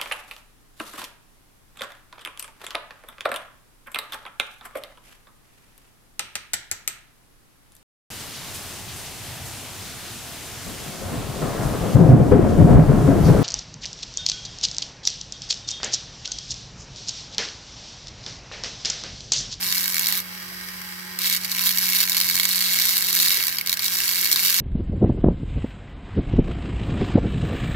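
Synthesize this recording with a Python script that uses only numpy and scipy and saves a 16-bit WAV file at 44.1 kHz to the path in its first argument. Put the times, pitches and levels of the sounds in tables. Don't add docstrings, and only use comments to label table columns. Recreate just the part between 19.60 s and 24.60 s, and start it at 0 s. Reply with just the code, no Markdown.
import sys
import numpy as np
from scipy import signal
from scipy.fft import rfft, irfft, next_fast_len
from scipy.io import wavfile
from scipy.ndimage import uniform_filter1d

SR = 44100
rng = np.random.default_rng(int(sys.argv[2]) if len(sys.argv) > 2 else 0)


def gain_from_db(level_db):
    decades = np.asarray(level_db, float) / 20
    return 10 ** decades


def wav_record(signal):
    frames = np.transpose(np.atleast_2d(signal))
    bounded = np.clip(frames, -1, 1)
    quanta = np.round(bounded * 32767).astype(np.int16)
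    wavfile.write(sys.argv[1], SR, quanta)


N = 220617
T = np.arange(N) / SR
M = 2 * next_fast_len(N // 2 + 1)
HZ = np.fft.rfftfreq(M, 1 / SR)
PORT_LAG = 14
SINE = np.sqrt(2)

# time in seconds, speed in turns per second.
SHAFT = [(0, 182.4), (.5, 182.96), (1, 183.22), (1.5, 183.4), (2, 183.01), (2.4, 182.45), (2.8, 182.8),
         (3.25, 182.39), (3.7, 181.09), (4.05, 182.58), (4.35, 181.99), (4.6, 181.52), (5, 181.19)]


def curve(table, at=T):
    s, *columns = np.transpose(table)
    return [np.interp(at, s, c) for c in columns]


def unit(x):
    return x / np.sqrt(np.mean(x ** 2))


def walk(rate_hz):
    k = int(SR / rate_hz)
    held = np.repeat(rng.standard_normal(N // k + 1), k)
    return 1.85 * uniform_filter1d(uniform_filter1d(held, k), k)[:N]


def swells(table, floor_db):
    return gain_from_db(floor_db) + sum(gain_from_db(db) * np.exp(-((T - s) / half_s) ** 2) for s, half_s, db in table)


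def panned(x, left_minus_right_db):
    half_db = np.ones(N) * left_minus_right_db / 2
    return x * gain_from_db(np.array([half_db, -half_db]))


def ports(shared, grain_db=0., lag=PORT_LAG):
    grain = gain_from_db(grain_db * np.minimum(rng.exponential(size=N), 4.5))
    common, left, right = rng.standard_normal((3, N)) * grain
    together = np.array([common, np.roll(common, lag)])
    return unit(np.sqrt(shared) * together + np.sqrt(1 - shared) * np.array([left, right]))


def body(modes):
    hz, width_hz, *port_db = np.array(modes, float).T[..., None]
    peak = 1 / (1 + ((HZ ** 2 - hz ** 2) / (HZ * width_hz + 1e-9)) ** 2) ** 1.419
    power = np.array([np.sum(gain_from_db(2 * db) * peak, axis=0) for db in port_db]) + 1e-12
    cepstrum = irfft(np.log(power / power.mean()) / 2, M)
    cepstrum[:, 1:M // 2] *= 2
    cepstrum[:, M // 2 + 1:] = 0
    return np.exp(rfft(cepstrum))


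def ring(x, modes):
    return irfft(rfft(x, M) * body(modes))[:, :N]


def bursts(times_s, db, rise_s, fall_s):
    spikes = np.bincount(np.clip((times_s * SR).astype(int), 0, N - 1), gain_from_db(db), N)
    t = T[:SR // 20]
    shape = (1 - np.exp(-(t / rise_s) ** 2)) * np.exp(-t / fall_s)
    return signal.fftconvolve(spikes, shape / np.sqrt(np.sum(shape ** 2) * SHAFT[0][1] / SR))[:N]


def room():
    # frequency in Hz, density in dB.
    noise_colour = [(20, -14.5), (35, -19), (60, -3), (130, -3.5), (230, -5.5), (320, -5), (620, -7.5),
                    (1500, -31), (16000, -54.5)]
    # middle in seconds, half length in seconds, level in dB.
    drone = [
        (1.06, .17, -61),
        (2.07, 0.11, -58),
    ]
    # start in seconds, frequency in Hz, 60 dB decay in seconds, level in dB.
    knocks = [
        (.917, 380, .04, -37),
        (.917, 690, .05, -39),
        (3.778, 440, .04, -32),
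    ]
    colour_hz, colour_db = np.transpose(noise_colour)
    colour = gain_from_db(np.interp(np.log(HZ + 1), np.log(colour_hz), colour_db))
    hiss = unit(irfft(rfft(ports(0.46), M) * colour)[:, :N])
    air = gain_from_db(-57 + 1.9 * walk(2.05)) * hiss
    low = gain_from_db(-61 + 1.5 * walk(5)) * SINE * np.sin(2 * np.pi * 99.96 * T + .5 * walk(7))
    low = low + swells(drone, -69.5) * SINE * np.sin(2 * np.pi * 57 * T + 0.55 * walk(4.1))
    for s, hz, t60_s, db in knocks:
        t = np.maximum(T - s, 0)
        low = low + gain_from_db(db) * np.sin(2 * np.pi * hz * t) * (1 - np.exp(-t / 0.003)) * 1000. ** (-t / t60_s)
    return air + panned(low, -2.1)


def shaft_hum(turns, hum_db):
    # middle in seconds, half length in seconds, level in dB.
    tilts = [(.57, .06, -60), (.95, 0.16, -61), (1.55, .2, -59.5), (2.35, 0.15, -60.5), (2.6, 0.15, -66),
             (3.06, 0.09, -62), (3.57, 0.15, -54), (3.79, .04, -57), (4.35, 0.13, -64), (4.8, 0.42, -57.5)]
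    loose_db = hum_db.max() - hum_db
    pan_db = -5 + .5 * np.minimum(2 - loose_db, 0)
    once = gain_from_db(hum_db + 0.18 * loose_db * walk(9.6)) * SINE * np.sin(2 * np.pi * turns)
    twice = swells(tilts, -69) * SINE * np.sin(4 * np.pi * turns + 1.2 * walk(20))
    return panned(once, pan_db) + panned(twice, -6.0)


def bearing_whine(turns, hum_db):
    # multiple of shaft rate, level in dB, left minus right in dB.
    tones = [(2.17, -71, -2), (2.69, -71, 0), (3, -73, 0), (4.612, -60, 2), (5, -65, 0), (5.612, -58, -3),
             (6, -65, -3), (6.612, -59, -4), (9.224, -65, -4), (10.224, -54, -5), (11.224, -58, -4),
             (11.82, -62, -3), (15.83, -66, -2), (17.83, -68, 0)]
    out = 0
    for order, db, side_db in tones:
        level = gain_from_db(db + .7 * (hum_db + 46) + 2.2 * walk(16))
        tone = SINE * np.sin(2 * np.pi * order * turns + .6 * walk(10) + order)
        out = out + panned(level * tone, side_db)
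    return out


def brush_rattle(turns):
    # frequency in Hz, width in Hz, left port in dB, right port in dB.
    housing = [(973, 300, -7.5, -10), (1577, 650, 0, 3.5), (2074, 510, 0.5, 2.5), (3100, 810, -4.5, -3.5),
               (4100, 970, -9, -1.5), (4820, 490, 2.5, -2.5), (5600, 730, -2, -4.5),
               (7920, 1900, -10.5, -5.5), (9500, 3300, -13, -31.5), (11940, 1630, -3.5, 0.5),
               (13800, 2450, -13.5, -18), (15300, 4300, -10, -8)]
    # time in seconds, level over the rattle in dB.
    ticks = [
        (.73, -8),
        (.82, -11),
        (1.01, -2),
        (1.084, 7),
        (1.215, -3),
        (1.322, 1),
    ]
    timing, strength = rng.standard_normal((2, int(turns[-1])))
    times_s = np.interp(np.arange(len(timing)) - .25 + 0.16 * timing, turns, T)
    play = 1.43 + bursts(times_s, -8 + 3.3 * np.minimum(strength, 1.6), 0.00061, 0.0016)
    play = play + bursts(*np.transpose(ticks), .001, 0.0044)
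    return gain_from_db(-41) * ring(play * ports(0.3, grain_db=4.0), housing)


def motor(turns):
    # time in seconds, shaft hum level in dB.
    grip = [(0.0, -46), (0.08, -47), (1.21, -47), (2.28, -44), (2.42, -48), (3.01, -46), (3.66, -51.5),
            (3.72, -57), (3.88, -54.5), (4.82, -51.5), (4.86, -47), (4.9, -58), (5.0, -50)]
    hum_db = curve(grip)[0]
    return shaft_hum(turns, hum_db) + bearing_whine(turns, hum_db) + brush_rattle(turns)


def stone_bites(turns, press_db, touching, bounce_db):
    # time in seconds, place in turns.
    high_spot = [(0, -.3), (2.75, -.25), (3.5, -.06), (5, -.09)]
    # time in seconds, peak in dB.
    hard_bites = [(0.1246, -5.5), (0.3433, -8.5), (0.381, -10), (0.4689, -4), (0.5239, -6.5), (1.5886, -11),
                  (1.8464, -12.5), (1.9158, -9.5), (1.9484, -12), (1.9925, -7.5), (2.1731, -5),
                  (2.1837, -5), (2.43, -6), (2.496, -7.5), (2.5676, -5), (2.6209, -9.5), (2.6439, -9),
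                  (2.6985, -4), (2.7975, -1.5), (2.89, -8), (3.705, -5.5), (3.8686, -8.5), (3.9845, -9.5),
                  (4.0112, -12.5), (4.0613, -12), (4.1277, -4.5), (4.1712, -12.5), (4.1929, -11.5),
                  (4.7147, -4), (4.7593, -5)]
    count = np.arange(1, int(turns[-1]))
    times_s = np.interp(count, turns - curve(high_spot)[0], T)
    timing, strength = rng.standard_normal((2, len(count)))
    hard_s, peak_db = np.transpose(hard_bites)
    hard = np.abs(times_s[:, None] - hard_s + .0005).argmin(axis=0)
    since_hard = count - np.maximum.accumulate(np.isin(count - 1, hard) * count)
    times_s = times_s + .00025 * timing
    times_s[hard] = hard_s - .0008
    at = (times_s * SR).astype(int).clip(0, N - 1)
    uneven = np.minimum(strength - 0.42 * np.roll(strength, shift=1), 1.4)
    alternate = (-1.) ** since_hard - .4
    bite_db = press_db[at] - 6 + 3.72 * uneven + bounce_db[at] * alternate
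    bite_db[~touching[at]] = -120
    bite_db[hard - 1] += -7
    bite_db[hard] = peak_db - 19.5
    crack = bursts(hard_s, bite_db[hard] - 10, 0.00034, 0.00048)
    return times_s, at, bite_db, crack


def grinding(turns):
    # time in seconds, pressure as scrape level in dB.
    contact_spans = [
        [(0.0, -32.5), (0.04, -27.5), (0.46, -26.5), (0.47, -35), (0.476, -25), (0.57, -26.5), (0.6, -32),
         (0.63, -58)],
        [(1.586, -32.5), (1.656, -22.5), (1.758, -26), (1.78, -33), (1.79, -50), (1.8, -38)],
        [(1.8, -41), (1.856, -32.5), (1.864, -44.5), (1.92, -24), (1.926, -32.5), (2.094, -21.5), (2.1, -27.5),
         (2.436, -21), (2.45, -32)],
        [(2.45, -29), (2.554, -25), (2.566, -23), (2.618, -24), (2.852, -23.5), (2.87, -32)],
        [(2.87, -29), (2.896, -25), (3.244, -22.5), (3.362, -23), (3.41, -29), (3.42, -24)],
        [(3.42, -25), (3.434, -26.5), (3.622, -21), (3.928, -28.5), (3.95, -32), (4.016, -38), (4.02, -40)],
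        [(4.055, -44), (4.061, -29), (4.141, -24), (4.15, -41)],
        [(4.165, -37), (4.171, -22), (4.187, -48), (4.191, -30.5), (4.269, -21.5), (4.271, -27), (4.55, -24)],
        [(4.55, -25.5), (4.578, -23), (4.708, -24.5), (4.716, -14.5), (4.748, -26.5), (4.82, -21), (5.0, -23.5)],
    ]
    # start in seconds, end in seconds, depth in dB.
    bounces = [(0.247, 0.402, 4.5), (1.855, 2.024, 0.5), (2.126, 2.193, 3), (2.44, 2.533, 3),
               (2.596, 2.87, 4), (3.835, 4.023, 3), (4.053, 4.142, 8), (4.16, 4.294, 1.5),
               (4.505, 4.808, 2.5)]
    # frequency in Hz, width in Hz, left port in dB, right port in dB.
    chassis = [(1060, 194, 3, -14), (1301.5, 500, -3, -6)]
    shell = [(1660, 490, -23, 3.5), (2020, 380, 0, 3.5), (2192, 160, 0, 7), (2770, 850, -2, 1.5)]
    axle = [(3430, 610, -12, -4), (3717, 140, 1.5, -16), (3850, 144, -7, 1.5), (4130, 210, 2.5, -19),
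            (4525, 430, -24, 4), (5060, 490, -3.5, -12)]
    stone = [(6483, 660, -19, -4.5), (7130, 2200, -4.5, -8.5), (7900, 840, -21, -3.5),
             (8760, 820, -11.5, -14.5), (9810, 1430, -10, -8.5), (10760, 1200, -7.5, -9),
             (11200, 840, -4, -2.5), (12190, 860, 0, 4.5), (13000, 600, -6, -6), (14360, 1140, -6, 0),
             (15000, 1000, -3, -14.5)]
    hub = [(5516, 560, 0.95, -2)]
    hands = [(111.9, 124, -9, -5), (316, 56, -6, -1), (770, 49, -25, -8.5)]
    touching = np.any([(T >= part[0][0]) & (T <= part[-1][0]) for part in contact_spans], axis=0)
    press_db = curve(np.vstack(contact_spans))[0]
    bounce_db = sum(db * ((T > start) & (T < end)) for start, end, db in bounces)
    bounce_db = uniform_filter1d(bounce_db, size=900)
    times_s, at, bite_db, crack = stone_bites(turns, press_db, touching, bounce_db)
    contact = gain_from_db(press_db - 6.5) * uniform_filter1d(1. 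* touching, size=200)
    rub = contact * gain_from_db(-7.5 - 1.2 * bounce_db + 1.44 * walk(70))
    lean_db = -0.46 * np.clip(press_db + 22.5, -8, 8)
    shell_db = -6.5 + lean_db
    stone_db = 3 + 0.2 * lean_db
    hub_db = -6.5 + .5 * lean_db + 4 * np.exp(-T / 0.34)
    # modes, part dB, rub dB, share common to the ports, bite fall in s, port lag in samples
    parts = ((axle, 0 * T, -4, .55, .0012, PORT_LAG),
             (shell, shell_db, .4, .8, .0012, PORT_LAG),
             (hub, hub_db, -.6, .4, .0012, PORT_LAG),
             (stone, stone_db, .2, .35, .0015, PORT_LAG),
             (chassis, shell_db - 15, -10.5, .95, .002, PORT_LAG // 2))
    rumble = uniform_filter1d(contact, size=3000) * gain_from_db(-26.5 + 2.3 * walk(6.05))
    out = ring(rumble * ports(0.92), hands)
    for modes, part_db, rub_db, shared, fall_s, lag in parts:
        catch_db = 1.87 * rng.standard_normal(len(times_s))
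        push = bursts(times_s, bite_db + part_db[at] + catch_db, 0.0017, fall_s)
        push = push + (rub * gain_from_db(rub_db) + crack) * gain_from_db(part_db)
        out = out + ring(push * ports(shared, grain_db=0.37, lag=lag), modes)
    return out


def drift(x, depth_db, rate_hz):
    notch = 1 - .65 * np.exp(-((HZ - 3470) / 43) ** 2)
    x = irfft(rfft(x, M) * notch)[:, :N]
    spectrum = rfft(x, M)
    for hz in 2000 * 2 ** np.arange(0, 3.1, .5):
        share = np.cos(np.pi * np.clip(np.log2(HZ / hz + 1e-9), -.5, .5)) ** 2
        x = x + (gain_from_db(depth_db * walk(rate_hz)) - 1) * irfft(spectrum * share)[:, :N]
    return x


def reflections(near):
    t = T[:SR // 4]
    tail = rng.standard_normal((2, len(t))) * 1000. ** (-t / 0.043) * (t > .0015)
    tail = unit(tail) / np.sqrt(len(t))
    treble = signal.sosfilt(signal.butter(2, 1400, "high", fs=SR, output="sos"), near)
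    return gain_from_db(-9.5) * signal.fftconvolve(treble, tail, axes=1)[:, :N]


def scene():
    turns = np.cumsum(curve(SHAFT)[0]) / SR
    near = drift(grinding(turns) + motor(turns), depth_db=0.52, rate_hz=6.03)
    return near + reflections(near) + room()


def roll_off(x):
    return signal.sosfilt(signal.butter(12, 16750, fs=SR, output="sos"), x)


def record(dry):
    low_pass = 1 / (1 + np.exp(np.clip((HZ - 15780) / 25, -40, 40)))
    cut = irfft(rfft(dry, M) * low_pass)[:, :N]
    return roll_off(np.clip(cut, -1, 1))


dry = scene()
out = record(dry)
wav_record(out)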